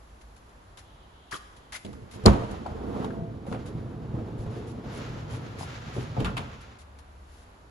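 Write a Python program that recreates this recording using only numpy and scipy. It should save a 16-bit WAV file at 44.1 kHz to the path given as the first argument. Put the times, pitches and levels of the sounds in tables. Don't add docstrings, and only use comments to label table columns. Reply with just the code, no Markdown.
import sys
import numpy as np
from scipy import signal
from scipy.fft import rfft, irfft, next_fast_len
from scipy.io import wavfile
from scipy.ndimage import uniform_filter1d, map_coordinates

SR = 44100
rng = np.random.default_rng(int(sys.argv[2]) if len(sys.argv) > 2 else 0)


def file_out(sig):
    cols = np.atleast_2d(sig).T
    lim = np.clip(cols, -1, 1)
    pcm = np.round(lim * 32767).astype(np.int16)
    wavfile.write(sys.argv[1], SR, pcm)


N = 339570

# (frequency [Hz], relative level [dB])
FRAME = [(323, 6.5), (377, 11), (450, 8), (528, 7.5), (587, -3), (700, 4.5), (780, 3.5), (880, 3),
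         (960, -5.5), (1070, -6), (1180, -8), (1360, -8), (1610, -18)]


def amp(db):
    return 10 ** (np.asarray(db) / 20)


def unit(x):
    return x / np.sqrt(np.mean(x ** 2) + 1e-20)


def peak(x):
    return x / np.abs(x[0]).max()


def along(points, hz):
    f, v = np.transpose(points)
    return np.interp(np.log(hz + 1), np.log(f + 1), v)


def curves(rows, outside=None):
    s, *cols = np.transpose(rows)
    return [np.interp(np.arange(N) / SR, s, c, outside, outside) for c in cols]


def wobble(rate):
    knots = rng.standard_normal(int(N * rate / SR) + 4)
    return map_coordinates(knots, [np.arange(N) * rate / SR])


def uneven(n, size):
    return unit(uniform_filter1d(rng.standard_normal(n), size=size))


def filtered(x, response):
    n = x.shape[-1]
    m = next_fast_len(n + min(n, SR // 2))
    return irfft(rfft(x, m) * response(np.fft.rfftfreq(m, 1 / SR)), m)[..., :n]


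def shape(points):
    return lambda hz: amp(along(points, hz))


def resonances(peaks, power=1):
    def response(f):
        total = sum((-1) ** k * amp(db) * 1j * f * w / (c * c - f * f + 1j * f * w)
                    for k, (c, w, db) in enumerate(peaks))
        return total ** power
    return response


def gritty(n, spread_db):
    return rng.standard_normal((2, n)) * amp(spread_db * rng.standard_normal(n))


def tone(rows, fade_s):
    hz, db = curves(rows)
    t = np.arange(N) / SR
    fade = np.clip(np.minimum(t - rows[0][0], rows[-1][0] - t) / fade_s, 0, 1)
    return np.sqrt(2) * amp(db) * fade * np.sin(2 * np.pi * np.cumsum(hz) / SR)


def place(out, s, burst):
    out[:, round(s * SR):][:, :burst.shape[-1]] += burst


def ringing(hz, db, t60, centre_hz, spread, t):
    near_db = -(np.log2(hz / centre_hz) / spread) ** 2
    chance = rng.standard_normal((2, 2, len(hz), 1))
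    scatter_db = 2.2 * chance[0]
    swing = np.sin(2 * np.pi * hz * (1 + 0.016 * chance[1]) * t)
    modes = amp(db + near_db + scatter_db - 60 * t / t60) * swing
    return -modes.sum(1) * (1 - np.exp(-t / 0.00062))


def hall():
    # (frequency [Hz], relative level [dB per Hz])
    rumble, air, stir = [(25, -7), (40, 2), (54, 9.5), (75, -5.5), (110, -22), (160, -37.5)], [(50, -16), (80, 6.5), (150, -3), (284, -5.5), (480, -8),
                                         (945, -9.5), (1410, -13.5), (2340, -21.5), (3200, -24),
                                         (4600, -28.5), (7000, -49), (12400, -49)], [(1500, -22), (2500, -1), (5000, 1), (8000, 3),
                                                      (11000, -1.5), (12400, -11)]
    # (time [s], level [dB])
    rumble_level = [(0, -50), (1, -53.5), (2, -54), (6.5, -62), (7.3, -51), (7.7, -54)]
    # (time [s], pitch [Hz], level [dB])
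    hum = [(6.76, 71.5, -54), (6.89, 70.8, -50), (7.37, 70.8, -51), (7.45, 70, -56)]

    def noise(spectrum):
        return unit(filtered(rng.standard_normal((2, N)), shape(spectrum)))

    air_db = -56.5 + 0.8 * wobble(6)
    stir_db = -81 + 1.5 * wobble(9.8)
    rumble_db = curves(rumble_level)[0] + 0.13 * wobble(4.8)
    return amp(rumble_db) * noise(rumble) + amp(air_db) * noise(air) + amp(stir_db) * noise(stir) + tone(hum, 0.041)


def echo(x):
    # (frequency [Hz], t60 [s])
    decay = [(100, 0.55), (500, 0.62), (2000, 1), (10000, 1)]
    hz, t, z = signal.stft(rng.standard_normal((2, SR)), SR, nperseg=256)
    tail = signal.istft(z * amp(-60 * t / along(decay, hz)[:, None]), SR, nperseg=256)[1]
    late = np.pad(x, (500, 0))[None]
    return signal.fftconvolve(late, tail / np.linalg.norm(tail[0]), axes=1)[:, :N]


def rustle():
    # (centre [Hz], width before squaring [Hz], level before squaring [dB])
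    bands = [(3100, 750, 0), (4250, 900, -5)]
    # (time [s], level [dB])
    course = [(.8, -85), (.86, -69), (.97, -71), (1.08, -71), (1.2, -69), (1.3, -68), (1.45, -70),
              (1.62, -75), (1.72, -74)]
    grains = unit(filtered(gritty(N, spread_db=4), resonances(bands, 2)))
    return amp(curves(course, -120)[0] + 2.2 * wobble(16.3)) * grains


def rasps():
    # (time [s], level [dB], rise [s], length before the fade [s])
    strokes = [(0.21, -59, .003, 0.0091), (0.362, -60.5, .003, 0.0099), (0.49, -67, .003, 0.0079),
               (0.772, -51.5, .001, 0.023), (1.309, -45.5, 0.0041, 0.057), (1.559, -54, 0.015, 0.0088),
               (1.721, -42.5, 0.002, 0.046), (2.111, -54, .001, 0.05), (2.506, -52.5, 0.0056, 0.011),
               (3.463, -60.5, .003, 0.077), (3.654, -54.5, 0.007, 0.03), (4.37, -62.5, 0.018, 0.071),
               (4.664, -58.5, 0.01, 0.053), (4.493, -64.5, 0.022, 0.11), (4.903, -54.5, 0.042, 0.08),
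               (5.292, -54.5, 0.02, 0.076), (5.579, -49, 0.014, 0.059), (5.932, -57.5, 0.0065, 0.1),
               (6.605, -58, 0.0081, 0.014), (6.783, -58, 0.0051, 0.037), (6.987, -55, 0.0012, 0.0025),
               (7.267, -65, 0.049, 0.17)]
    # (frequency [Hz], level [dB per Hz])
    grit_colour = [(80, 2), (150, -2), (400, 5.5), (1000, 16), (3000, 12.5), (6000, 10.5), (11000, 12),
                   (13000, -12)]
    # (centre [Hz], width [Hz], level [dB])
    hollow = [(3740, 1200, -2.5)]
    out, t = np.zeros((2, N + SR)), np.arange(SR // 4) / SR
    for s, db, rise, length in strokes:
        stroke = np.clip(t / rise, 0, 1) * amp(-60 * np.maximum(t - length, 0) / 0.088)
        grit = gritty(len(t), spread_db=2.0) * amp(0.87 * uneven(len(t), 200))
        coloured = filtered(grit, lambda f: shape(grit_colour)(f) + resonances(hollow)(f))
        place(out, s, amp(db) * stroke * unit(coloured))
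    return out[:, :N]


def linkage_slips():
    # (time [s], peak level [dB], pitch [Hz])
    slips = [(1.3135, -42.5, 4600), (1.317, -33, 1200), (1.323, -28.5, 1800), (1.327, -27.5, 1750),
             (1.333, -32, 1190), (1.339, -30, 1500), (1.343, -34.5, 3380), (1.350, -33, 1200),
             (1.354, -31, 1210), (1.362, -35, 1310), (1.367, -46.5, 4500), (1.7232, -38, 1900),
             (1.728, -37, 1900), (1.734, -50, 1900), (1.741, -37, 2280), (1.748, -31, 2000),
             (1.755, -35, 1600), (1.759, -37.5, 4370), (1.763, -41, 2230), (1.769, -41, 2250),
             (1.775, -48, 1900)]
    # (centre [Hz], width [Hz], level [dB])
    linkage = [(1120, 400, 6), (1820, 290, 4), (2460, 1400, 4), (3350, 480, 5.5), (4580, 530, 1),
               (7060, 1100, -3.5), (8700, 2200, -5)]
    slip_t60, slip_width = 0.024, 0.28
    out, t = np.zeros((2, N + SR)), np.arange(SR // 10) / SR
    for s, db, hz in slips:
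        jolt = gritty(len(t), spread_db=5) * amp(-60 * t / slip_t60) * (1 - np.exp(-t / 0.0005))
        near = resonances([(hz, slip_width * hz, 0)], 2)
        slip = filtered(jolt, lambda f: resonances(linkage)(f) * (near(f) + 0.12))
        place(out, s, amp(db) * peak(slip))
    return out[:, :N]


def shudder():
    # (start [s], level before each layer's share [dB], t60 [s])
    shudders = [(2.26, -22.5, 0.65), (6.18, -29, 0.57)]
    rise_s = 0.025
    level = np.zeros(N)
    for s, db, t60 in shudders:
        since = np.maximum(np.arange(N) / SR - s, 0)
        level += amp(db - 60 * since / t60) * np.minimum(since / rise_s, 1)
    return level


def motor(drone_db):
    motor_hz, waver, over_drone_db, overtone_db = 122.1, 0.045, -5, -10
    turns = 2 * np.pi * np.cumsum(motor_hz * (1 + waver * wobble(11))) / SR
    hum = np.sqrt(2) * (np.sin(turns) + amp(overtone_db) * np.sin(2 * turns))
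    return hum * amp(drone_db + over_drone_db + 1.5 * wobble(14)) * [[1], [0.5]]


def rolling():
    # (centre [Hz], width before the power [Hz], level before the power [dB])
    heave_peaks, drone_peaks, growl_peaks = [(42.2, 44, -4), (72, 103, -4.5)], [(96, 21, 5.5), (123.5, 21.2, 7),
                                                            (155.5, 14, 6.5)], [(212.5, 77, 0.5),
                                                                           (363.4, 92, -2.5),
                                                                           (428.6, 48.7, -0.5),
                                                                           (500, 60, -6.5), (673, 110, -14)]
    # (frequency [Hz], relative level [dB per Hz])
    rattle_colour, hiss_colour = [(300, -8.5), (550, 1.5), (700, -2), (1000, -4.5), (1400, -10.5),
                                  (2200, -24), (3500, -24), (6000, -35)], [(700, -7.5), (1300, 8), (2000, 3.5), (3000, 1),
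                                                  (4500, -3.5), (7000, -9), (10500, -25), (13000, -6.5)]
    # (time [s], roller growl [dB], treble [dB])
    roll = [(1.848, -42, -99), (2.07, -58.5, -66), (2.2, -46, -57.5), (2.55, -44.5, -53.5),
            (2.72, -42.5, -60.5), (2.88, -37.5, -66.5), (3.04, -34.5, -58), (3.15, -37, -77),
            (3.28, -44, -84), (3.6, -45.5, -59.5), (3.9, -40, -66.5), (4.08, -42.5, -65.5),
            (4.17, -38, -65.5), (4.27, -39.5, -62.5), (4.37, -39, -65), (4.46, -42, -59), (4.55, -41, -58),
            (4.78, -41.5, -63), (4.92, -43, -50.5), (5.08, -43, -50.5), (5.27, -44, -55.5),
            (5.36, -44.5, -50.5), (5.55, -47, -55), (5.7, -50.5, -48.5), (6.05, -48, -50), (6.45, -46, -54),
            (6.62, -58.5, -54), (6.78, -65, -62.5)]
    # (time [s], drone before a 2.5 dB cut [dB], heave [dB])
    drive = [(1.848, -53, -44.5), (2.17, -69, -52), (2.75, -49.5, -38.5), (3.14, -43.5, -46.5),
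             (3.6, -41.5, -42), (4.0, -40.5, -44.5), (4.15, -36.5, -39), (4.28, -42, -42),
             (4.42, -34, -45.5), (4.7, -42.5, -44), (5.35, -37, -44.5), (5.75, -45, -47), (6.4, -37, -42),
             (6.62, -96, -46.5), (6.78, -81, -59)]
    # (time [s], pitch [Hz], mean level [dB])
    whine_curve = [(3.05, 650, -52), (3.095, 668, -50), (3.32, 673, -49.5)]
    shaken_db = (0.5, -14, -1, -13, -17)
    rattle_offset_db, treble_share = -2.5, 0.4
    bend_start, bend_end, bend_db = 2.6, 3.46, 5.5

    growl_db, hiss_db = curves(roll, -120)
    drone_db, heave_db = curves(drive, -120)
    t = np.arange(N) / SR
    bend = np.clip(np.minimum(t - bend_start, bend_end - t) / 0.28, 0, 1)
    rattle_db = rattle_offset_db + growl_db + treble_share * (hiss_db - growl_db) + bend_db * bend
    shake = shudder() * amp(1.5 * wobble(50))
    levels_db = (heave_db, drone_db, growl_db, rattle_db, hiss_db)
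    heave, drone, growl, rattle, hiss = (
        np.hypot(amp(db), amp(more_db) * shake) for db, more_db in zip(levels_db, shaken_db))
    lumps = wobble(22.17)

    def layer(response, gain, depth_db, spread_db):
        swell = amp(depth_db * lumps + depth_db * wobble(40))
        return gain * unit(swell * filtered(gritty(N, spread_db), response))

    whine = tone(whine_curve, 0.015) * amp(1.0 * wobble(45))
    flutter, slow_swell = amp(0.43 * wobble(110)), amp(1 * wobble(7))
    return (layer(resonances(heave_peaks, 2), heave, 0.55, 6.3)
            + layer(resonances(drone_peaks, 2), drone * amp(-2.5), 0.6, 2) + motor(drone_db)
            + layer(resonances(growl_peaks, 1.235), growl, 1.0, 3.8)
            + layer(shape(rattle_colour), rattle * flutter, 0.97, 3.3)
            + layer(shape(hiss_colour), hiss * slow_swell, 1.38, 3.8) + whine)


def taps(rows, modes, spread, rise_s):
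    out, t = np.zeros((2, N + SR)), np.arange(SR // 10) / SR
    mode_hz, mode_db = np.transpose(modes)[..., None]
    for s, db, hz, t60 in rows:
        ring = ringing(mode_hz, mode_db, t60, hz, spread, t) * (1 - np.exp(-(t / rise_s) ** 2))
        place(out, s, amp(db) * peak(ring))
    return out[:, :N]


def rail_joints():
    # (time [s], peak level [dB], pitch [Hz])
    joints = [(2.657, -35, 700), (2.661, -25, 816), (2.662, -40, 1370), (2.961, -38, 1170),
              (3.044, -29.5, 1010), (3.104, -44, 1610), (3.453, -46.5, 925), (4.462, -35, 586),
              (5.6095, -28.5, 790), (5.6305, -33, 850)]
    t60, spread = 0.019, 0.1
    return taps([(*row, t60) for row in joints], FRAME, spread, rise_s=0.0015)


def steel_contacts():
    # (time [s], peak level [dB], pitch [Hz], t60 [s])
    contacts = [(1.8505, -47, 3330, .012), (2.2585, -22, 10400, .008), (2.2604, -9, 4700, .008),
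                (2.2606, -17, 7200, .008), (2.2612, -17, 9200, .008), (3.045, -40, 3300, 0.012),
                (5.600, -48.5, 6860, .04), (5.622, -45, 5300, .07), (6.2465, -41, 2900, 0.014),
                (6.2525, -40, 3620, 0.017), (6.2585, -39, 3680, .015), (6.3685, -38, 2800, 0.01),
                (6.3765, -44, 3200, .015)]
    # (frequency [Hz], relative level [dB])
    small_parts = [(2815, -4), (3257, -6), (3800, -6), (4420, 0), (4936, 0), (5300, -4), (6858, -3),
                   (7752, -2), (9232, 4), (10400, 4)]
    return taps(contacts, small_parts, spread=0.11, rise_s=0.00032)


def blows():
    # (time [s], boom peak [dB], boom pitch [Hz], knock level [dB], knock pitch [Hz],
    # crack peak [dB], main crack t60 [s])
    strikes = [(1.328, -40.5, 136, -39.5, 324, -70, .03), (1.849, -36, 210, -37, 510, -36, 0.031),
               (1.93, -53, 108, -47, 1260, -45.5, 0.026), (2.02, -35.5, 111, -45, 340, -56, .03),
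               (2.159, -33, 131, -66, 330, -53, .03), (2.238, -25, 100, -36, 400, -44, 0.028),
               (2.2545, -22, 200, -25, 700, -44, 0.024), (2.2572, -12, 250, -8, 362, -18.5, 0.022),
               (2.2601, -32, 50.4, -13, 920, -19, 0.024), (2.2653, -19, 106, -18.5, 370, -20, 0.031),
               (2.266, -5.5, 199, -25.5, 448, -37, 0.04), (2.272, -11.5, 48.7, -34, 850, -42, 0.045),
               (2.277, -8, 160, -20, 440, -46, 0.045), (2.297, -14.5, 106, -45, 1090, -50, .06),
               (2.309, -30.5, 207, -21.5, 440, -47, .06), (2.33, -47, 205, -31, 880, -36, 0.042),
               (2.361, -28, 206, -31, 500, -46, 0.036), (2.395, -43, 151, -44, 400, -51, .05),
               (2.419, -34, 204, -34, 600, -52, .05), (2.441, -28.5, 122.4, -38, 547, -52, .05),
               (2.53, -27, 157, -37, 670, -53, 0.051), (2.664, -48, 187, -29, 775, -46, 0.028),
               (3.045, -24, 199, -39, 1200, -37.5, 0.035), (3.104, -29, 214, -44, 1500, -55, 0.035),
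               (3.191, -24.5, 159, -43, 330, -65, .03), (3.221, -24, 132, -36, 335, -70, .03),
               (3.466, -41, 144, -36, 500, -53, 0.055), (3.484, -29.5, 198, -44, 1200, -60, .05),
               (3.515, -24, 200, -30.5, 464, -48, 0.066), (3.525, -47, 200, -34, 1160, -41.5, 0.031),
               (3.532, -26, 245, -29.5, 330, -46, 0.087), (3.545, -44, 110, -31, 604, -45, 0.12),
               (3.751, -25, 155, -50, 402, -65, .03), (4.141, -23.5, 120, -35, 440, -69, 0.038),
               (4.187, -46.5, 59.5, -34.5, 450, -55, 0.07), (4.39, -28.5, 62, -42, 524, -60, .03),
               (4.464, -32.5, 60, -40, 584, -53, 0.033), (5.965, -36, 240, -27, 436, -42, 0.033),
               (5.982, -21.5, 120, -28, 310, -56, .04), (6.167, -28, 110, -28, 660, -58, .05),
               (6.182, -19.5, 122, -38, 765, -54, .05), (6.191, -24.5, 129, -49, 330, -53, 0.045),
               (6.198, -20.5, 159, -32, 446, -48, 0.05), (6.202, -30, 172, -40, 900, -31.5, 0.049),
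               (6.226, -26, 62, -46, 397, -46.5, 0.096), (6.246, -27, 50.3, -27.5, 1370, -26.5, 0.068),
               (6.253, -36.5, 125, -29, 1090, -34, 0.047), (6.259, -30, 165, -29.5, 1400, -34, 0.074),
               (6.271, -36, 190, -34, 1300, -41, .08), (6.28, -21.5, 138, -35, 824, -57, .06),
               (6.289, -47, 200, -38, 1100, -53, .06), (6.302, -34, 130, -38, 1000, -51, .06),
               (6.329, -42, 129, -40, 400, -57, .05), (6.368, -53, 130, -29.5, 950, -27.5, 0.088),
               (6.374, -40, 157, -30.5, 1330, -34, 0.1), (6.391, -26.5, 163, -37, 730, -50, 0.23),
               (6.384, -31, 200, -38, 1110, -43, 0.074), (6.404, -38, 201, -38, 600, -43, .08),
               (6.43, -37, 125, -45, 870, -50, .06)]
    # (frequency [Hz], relative level [dB], t60 before a cut to 0.8 [s])
    skin = [(52.3, 10, 0.24), (64, -14, 0.21), (105, -10, 0.11), (123.1, 1, 0.22), (157.6, 3.5, 0.13),
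            (203.3, 4, 0.16), (257.5, -6.5, 0.16)]
    # (centre [Hz], width [Hz], level [dB])
    steel = [(1720, 1700, -12.5), (2800, 1430, -3), (4900, 2600, -7.5), (7230, 3700, -4.5),
             (10200, 6500, -7)]
    knock_t60 = 0.11
    contact_hz, contact_s, contact_law = 3550, 0.04, 0.6
    clatter_db = 5
    out, t = np.zeros((2, N + SR)), np.arange(SR // 3) / SR
    skin_hz, skin_db, skin_t60 = np.transpose(skin)[..., None]
    frame_hz, frame_db = np.transpose(FRAME)[..., None]
    frame_t60 = knock_t60 * (500 / frame_hz) ** 0.39
    for s, boom_db, boom_hz, knock_db, knock_hz, crack_db, crack_t60 in strikes:
        boom = ringing(skin_hz, skin_db, skin_t60 * 0.8, boom_hz, 0.13, t)
        loose = rng.standard_normal((2, 2, len(t)))

        chatter = amp(clatter_db * uneven(len(t), 250) * np.minimum(t / 0.018, 1))
        buzz = filtered(loose[0] * chatter * amp(-60 * t / knock_t60),
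                        resonances([(knock_hz, 0.7 * knock_hz, 0)], 2))
        knock = peak(ringing(frame_hz, frame_db, frame_t60, knock_hz, 0.15, t)) + 0.95 * peak(buzz)

        crack_hz = min(contact_hz * (crack_t60 / contact_s) ** -contact_law, 5800)
        contact = resonances([(crack_hz, 0.85 * crack_hz, 0)])
        clatter = amp(clatter_db * uneven(len(t), 60) * np.minimum(t / 0.012, 1))
        decay = amp(-60 * t / crack_t60) + 0.18 * amp(-60 * t / 0.17)
        crack = filtered(loose[1] * clatter * decay, lambda f: resonances(steel)(f) * contact(f))
        place(out, s, amp(boom_db) * peak(boom) + amp(knock_db) * peak(knock) + amp(crack_db) * peak(crack))
    return out[:, :N]


def scene():
    # (frequency [Hz], level before the aim [dB])
    lean = [(85, 7), (180, 12), (350, 4.5), (700, 5), (1400, -9.5), (2800, -30), (4000, -48)]
    # (time [s], width [dB], lean [dB])
    aim = [(1.8, -1, -1.5), (2.3, -1, -4), (3.0, -2, -7), (4.0, -5, -10), (5.5, -0.5, -21),
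           (6.1, -1.5, -12)]
    # (frequency [Hz], level [dB])
    absorbed = [(1500, 2.5), (8000, -7)]
    lean_rad = -2.1

    def in_step(x):
        return filtered(x[0], lambda hz: shape(lean)(hz) * np.exp(1j * lean_rad))

    hits = blows() + rail_joints()
    door = hits + steel_contacts() + rolling()
    strokes = rasps() + linkage_slips() * amp([[0], [-7]])
    air = hall() + rustle()
    wide_db, lean_db = curves(aim)
    door = np.array([door[0], amp(wide_db) * door[1] + amp(lean_db) * in_step(door)])
    left = [[0], [1]] * (amp(-11) * strokes[0] + amp(-17) * in_step(air))
    answer = amp(-11.0) * echo(filtered(hits[0], shape(absorbed))) + amp(-12.0) * echo(strokes[0])
    return door + strokes + air + left + answer


def record(dry):
    # (frequency [Hz], level [dB])
    port_sum, port_difference = [(22, -6), (42, -4), (100, 0.2), (7500, 0), (8100, -12.5), (9200, -10),
                                 (9700, -1.5), (11500, -0.5), (12000, -21)], [(40, -28), (80, -20.5), (200, -10), (350, -8), (630, -0.5),
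                                              (1140, 2.5), (2060, 0), (3720, -0.5), (7400, -2.5),
                                              (8500, 2.5), (9700, -2.5), (10300, -32)]
    top_hz = 12150
    mid, side = filtered(dry, lambda hz: np.array([shape(port_sum)(hz), shape(port_difference)(hz)]))
    return filtered(np.clip([mid + side, mid - side], -1, 1), lambda hz: hz < top_hz)


dry = scene()
out = record(dry)
file_out(out)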